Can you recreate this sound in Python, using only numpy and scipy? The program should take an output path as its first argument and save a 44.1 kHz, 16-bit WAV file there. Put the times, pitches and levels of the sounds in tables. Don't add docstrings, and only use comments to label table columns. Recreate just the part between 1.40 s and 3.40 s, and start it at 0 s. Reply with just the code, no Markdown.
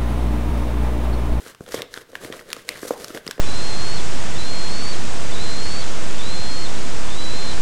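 import sys
import numpy as np
from scipy import signal
from scipy.fft import rfft, irfft
from scipy.io import wavfile

SR = 44100
rng = np.random.default_rng(int(sys.argv[2]) if len(sys.argv) > 2 else 0)


def master(y):
    cut = np.clip(np.atleast_2d(y).T, -1, 1)
    pcm = np.round(cut * 32767)
    wavfile.write(sys.argv[1], SR, pcm.astype(np.int16))


N = 88200
HIT_SAMPLES = 4096

AIR_DB = -55.5
ROOM_DB, ROOM_T60_S, ROOM_BUILD_S = -9.5, 0.4, 0.015
ROOM_TREBLE_DB, ROOM_TREBLE_T60_S, ROOM_SPLIT_HZ = -5.5, 0.15, 3400
TOP_HZ = 16000

KNOCK_T60_S, KNOCK_ATTACK_S, BOX_DB = 0.019, 0.00079, -7.5
SLAP_DB, SLAP_T60_S = -10, 0.013
KNOCK_LOW_HZ, KNOCK_REFERENCE_HZ, KNOCK_LOW_LAW = 223, 500, 2.5

CATCHES_PER_S, CATCH_SPREAD_DB, CATCH_LIMIT = 700, 5.5, 2.8
CATCH_S, SMOOTH_SHARE = 0.0019, 0.52
HISS_DB, RASP_DB, RUMBLE_DB = 1, 2, 0
GRIT_PER_S, GRIT_DB = 1900, -18

FLEX_T60_S, EDGE_T60_S, CRACK_T60_S = 0.0074, 0.0053, 0.012
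FLEX_ATTACK_S, TICK_ATTACK_S, CRACK_HOLD_S = 0.00081, 0.000078, 0.00033


def undb(db):
    return 10 ** (np.asarray(db) / 20)


def unit(x):
    return x / np.sqrt(np.mean(x ** 2))


def burst(x, db):
    return x * undb(db) * np.sqrt(SR / 1000 / np.sum(x ** 2))


def fade(t60, size=HIT_SAMPLES):
    return np.exp(-np.log(1000) * np.arange(size) / SR / t60)


def onset(seconds, size=HIT_SAMPLES):
    return 1 - np.exp(-np.arange(size) / SR / seconds)


def swell(peak, rise, fall):
    t = np.arange(N) / SR - peak
    return np.exp(-np.minimum((t / np.where(t < 0, rise, fall)) ** 2, 20))


def ring(hz, t60):
    return np.sin(2 * np.pi * hz * np.arange(HIT_SAMPLES) / SR) * fade(t60)


def coloured(x, colour):
    hz, db = np.array(colour).T
    f = np.maximum(np.arange(len(x) // 2 + 1) * SR / len(x), 1)
    gain = undb(np.interp(np.log(f), np.log(hz), db))
    return unit(irfft(rfft(x) * gain, len(x)))


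def noise(colour, size=N):
    return coloured(rng.standard_normal(size), colour)


def add(out, start, x):
    i = int(start * SR)
    out[i:i + len(x)] += x[:N - i]


def room_air():
    # frequency_hz, relative level_db
    air_colour = [(20, 5), (45, -8), (100, -2), (200, -3.5), (500, -11.5), (900, -14), (2000, -14.5),
                  (5000, -21.5), (16000, -28)]
    return undb(AIR_DB) * noise(air_colour)


def room(x):
    scatter = rng.standard_normal(N)
    decay = fade(ROOM_T60_S, size=N)
    low = signal.sosfilt(signal.butter(1, ROOM_SPLIT_HZ, fs=SR, output="sos"), scatter)
    treble = undb(ROOM_TREBLE_DB) * (scatter - low) * fade(ROOM_TREBLE_T60_S, size=N)
    tail = onset(ROOM_BUILD_S, size=N) * (low * decay + treble)
    return undb(ROOM_DB) * signal.fftconvolve(x, tail)[:N] / np.sqrt(np.sum(decay ** 2))


def thuds():
    # peak_s, length_s, level_db
    presses = [(0.211, 0.0081, -34), (0.398, 0.061, -48.5), (0.906, 0.05, -56), (1.37, 0.024, -49),
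               (1.783, 0.023, -51.5), (1.881, 0.049, -45.5)]
    # frequency_hz, relative level_db
    thud_colour = [(25, -9), (45, -19), (90, -4), (170, 3), (260, -6.5), (500, -39), (1000, -64)]
    pressure = sum(undb(db) * swell(peak, length / 2, length / 2) for peak, length, db in presses)
    return noise(thud_colour) * pressure


def knocks():
    # start_s, level_db (energy in 1 ms, ahead of the bass cut), pitch_hz
    bumps = [(0.0633, -27.5, 450), (0.2074, -24, 389), (0.343, -12, 462), (0.371, -50, 460),
             (0.394, -24.5, 468), (0.406, -22, 410), (0.573, -29.5, 420), (0.732, -29, 510),
             (0.85, -24, 315), (0.901, -21, 433), (0.938, -26.5, 533), (1.167, -27, 467),
             (1.2925, -30, 465), (1.4304, -19, 376), (1.451, -22, 462), (1.5072, -7, 485),
             (1.704, -26, 343), (1.747, -23.5, 362), (1.756, -37, 350), (1.767, -25, 395),
             (1.867, -24, 388), (1.889, -24.5, 430), (1.981, -26, 455), (1.9952, -12, 509)]
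    # frequency_hz, relative level_db, t60_s
    box_modes = [(309, 4, 0.059), (384, -12.5, 0.042), (527.5, -2, 0.085), (662, -4.5, 0.074),
                 (1069, -13, 0.12), (1660, -7, 0.022)]
    # frequency_hz, relative level_db
    slap_colour = [(300, -2), (750, -22), (1050, -8), (1700, -11), (2600, -40), (6000, -27), (16000, -40)]
    out = np.zeros(N)
    walls = sum(undb(db) * ring(hz, t60) for hz, db, t60 in box_modes)
    for start, db, hz in bumps:
        bump = onset(KNOCK_ATTACK_S) * ring(hz, KNOCK_T60_S)
        slap = noise(slap_colour, size=HIT_SAMPLES) * fade(SLAP_T60_S)
        mix = unit(bump) + undb(BOX_DB) * unit(walls) + undb(SLAP_DB) * unit(slap)
        cut_hz = KNOCK_LOW_HZ * (hz / KNOCK_REFERENCE_HZ) ** KNOCK_LOW_LAW
        bass_cut = signal.butter(4, cut_hz, "high", fs=SR, output="sos")
        add(out, start, signal.sosfilt(bass_cut, burst(mix, db)))
    return out


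def catches():
    caught = rng.random(N) < CATCHES_PER_S / SR
    size = np.minimum(rng.exponential(size=N), CATCH_LIMIT)
    strength = caught * undb(CATCH_SPREAD_DB * size) ** 2
    release = 1 - onset(CATCH_S / 2)
    power = np.abs(signal.fftconvolve(strength, release)[:N])
    return np.sqrt(SMOOTH_SHARE + (1 - SMOOTH_SHARE) * power / np.mean(power))


def chatters():
    # peak_s, rise_s, fall_s, resonance_hz, width_hz, level_db
    dragged_faces = [(0.1, 0.023, 0.053, 1410, 700, -52), (0.368, 0.019, 0.013, 3470, 900, -40),
                     (0.43, .02, 0.023, 2210, 900, -61), (1.311, 0.019, 0.033, 2440, 800, -41),
                     (1.552, 0.022, 0.025, 780, 347, -41), (1.923, 0.014, 0.019, 3270, 1600, -48)]
    out = np.zeros(N)
    drag = catches() * rng.standard_normal(N)
    for peak, rise, fall, hz, width, db in dragged_faces:
        face = signal.butter(2, [hz - width / 2, hz + width / 2], "band", fs=SR, output="sos")
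        out += undb(db) * swell(peak, rise, fall) * unit(signal.sosfilt(face, drag))
    return out


def slides():
    # peak_s, rise_s, fall_s, then hiss_db, rasp_db, rumble_db ahead of the trims
    strokes = [(0.02, 0.092, 0.059, -50.5, -51.5, -51), (0.081, 0.024, 0.044, -48.5, -46.5, -47),
               (0.23, 0.028, 0.034, -57.5, -65, -52), (0.29, 0.024, 0.015, -52, -49, -41.5),
               (0.342, 0.032, 0.053, -40, -40, -46), (0.386, 0.017, 0.05, -51.5, -41, -37),
               (0.565, 0.045, 0.039, -47.5, -47.5, -48), (0.614, 0.0061, 0.015, -50.5, -48, -45.5),
               (0.699, 0.014, 0.0094, -57, -60, -49.5), (0.765, 0.042, 0.043, -56, -52, -47),
               (0.842, 0.036, 0.062, -45.5, -44.5, -38.5), (0.926, 0.01, 0.023, -62, -43.5, -39.5),
               (0.981, 0.049, 0.046, -50, -49.5, -44), (1.111, 0.052, 0.037, -52.5, -49, -45.5),
               (1.17, 0.075, 0.066, -53.5, -50, -53), (1.313, 0.047, 0.027, -47.5, -48, -43),
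               (1.374, 0.043, 0.035, -48, -44.5, -46.5), (1.448, 0.037, 0.02, -40.5, -44, -48.5),
               (1.482, 0.013, 0.014, -35.5, -41.5, -37.5), (1.526, 0.039, 0.027, -44.5, -44.5, -45.5),
               (1.634, 0.068, 0.035, -44.5, -46, -41.5), (1.701, 0.075, 0.025, -49, -48.5, -44.5),
               (1.758, 0.034, 0.038, -46, -43.5, -38.5), (1.885, 0.047, 0.081, -52, -50, -53.5)]
    # frequency_hz, relative level_db
    hiss_colour = [(1500, -48), (3000, -6), (4300, 1), (6500, 1.5), (9500, 0), (12000, -1.5), (14000, -8.5),
                   (16000, -11.5)]
    rasp_colour = [(500, -1), (850, -7), (1200, 1), (1900, 0.5), (2450, -4.5), (3300, -3.5), (4500, -8),
                   (8000, -25)]
    rumble_colour = [(40, -29), (100, -15), (190, -5), (300, -4.5), (400, 3), (520, 4), (680, -3.5),
                     (900, -23), (1800, -48)]
    power = 0
    for peak, rise, fall, *levels_db in strokes:
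        power = power + (undb(levels_db)[:, None] * swell(peak, rise, fall)) ** 2
    hiss_level, rasp_level, rumble_level = np.sqrt(power)
    grit = unit((rng.random(N) < GRIT_PER_S / SR) * rng.standard_normal(N))
    fibres = coloured(rng.standard_normal(N) + undb(GRIT_DB) * grit, hiss_colour)
    hiss = hiss_level * undb(HISS_DB) * fibres
    rasp = rasp_level * undb(RASP_DB) * noise(rasp_colour)
    rumble = rumble_level * undb(RUMBLE_DB) * noise(rumble_colour)
    return catches() * (hiss + rasp + rumble)


def ticks():
    # start_s, flex_hz, flex_db, edge_hz, edge_db, crack_db (levels as energy in 1 ms)
    snaps = [(0.0635,1510,-34.5,3340,-42,-44), (0.081,1600,-51,5500,-41,-34),
             (0.1485,1130,-40,2910,-45,-41.5), (0.2636,1400,-40,3470,-40,-45),
             (0.3212,1520,-31.5,4860,-32,-30), (0.3455,910,-32,5580,-37,-24),
             (0.3901,1830,-29,3670,-37,-37), (0.4198,2100,-30,3660,-21.5,-24.5),
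             (0.5405,1700,-26,4080,-26,-29), (0.5617,1590,-30.5,3520,-42,-51),
             (0.5754,1400,-26.5,3330,-32,-36), (0.718,1810,-77,3850,-49,-45),
             (0.7539,1693,-19.5,2940,-30,-32.5), (0.8476,1850,-30,2950,-37,-32),
             (0.9251,1840,-27.5,3340,-29.5,-33), (0.939,1060,-31.5,3300,-49,-42),
             (0.993,1890,-31.5,2720,-42.5,-45), (1.011,1460,-36,2970,-48,-49),
             (1.103,1780,-32,4200,-35,-34), (1.117,1500,-36,3830,-33,-45), (1.13,1420,-29.5,3060,-30,-16),
             (1.1655,1300,-34.5,4500,-43,-35), (1.194,1870,-38.5,3520,-59,-47),
             (1.283,1680,-40,3000,-42,-41), (1.2902,2040,-20.5,4160,-59,-14.5),
             (1.358,1860,-30,2620,-59,-53), (1.4317,1660,-29.5,2980,-48,-50),
             (1.5066,1100,-29,2680,-49,-47), (1.6445,1200,-32.5,5270,-25.5,-25),
             (1.6822,2000,-51,4300,-40,-29), (1.705,1320,-32.5,2900,-42,-42),
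             (1.7477,1950,-31.5,4860,-38,-32), (1.7741,1600,-25.5,3270,-35.5,-32),
             (1.8658,1780,-35,2980,-33.5,-31), (1.8774,2030,-29,5000,-22,-27.5),
             (1.9106,1600,-24.5,5500,-32.5,-21.5), (1.979,1770,-38.5,2740,-48,-54)]
    # ratio to flex_hz, relative level_db
    flex_modes = [(.68, -6.5), (0.999, 3), (1.23, -14)]
    # frequency_hz, relative level_db
    crack_colour = [(400, -16), (1200, 4.5), (2500, 4.5), (4500, 5.5), (6700, 3), (9700, 0.5), (11000, -1),
                    (13500, -4), (16000, -18)]
    out = np.zeros(N)
    decay = fade(CRACK_T60_S)
    held_level = np.interp(CRACK_HOLD_S * SR, np.arange(HIT_SAMPLES), decay)
    crack_shape = np.minimum(decay, held_level)
    for start, flex_hz, flex_db, edge_hz, edge_db, crack_db in snaps:
        face = sum(undb(db) * ring(ratio * flex_hz, FLEX_T60_S) for ratio, db in flex_modes)
        flex = burst(onset(FLEX_ATTACK_S) * face, flex_db)
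        edge = burst(onset(TICK_ATTACK_S) * ring(edge_hz, EDGE_T60_S), edge_db)
        crack = burst(noise(crack_colour, size=HIT_SAMPLES) * crack_shape, crack_db)
        add(out, start, flex - edge + crack)
    return out


def scene():
    near = thuds() + knocks() + chatters() + slides() + ticks()
    return (near + room(near) + room_air())[None]


def record(dry):
    top_cut = signal.ellip(10, .2, 80, TOP_HZ, fs=SR, output="sos")
    return signal.sosfilt(top_cut, dry)


dry = scene()
out = record(dry)
master(out)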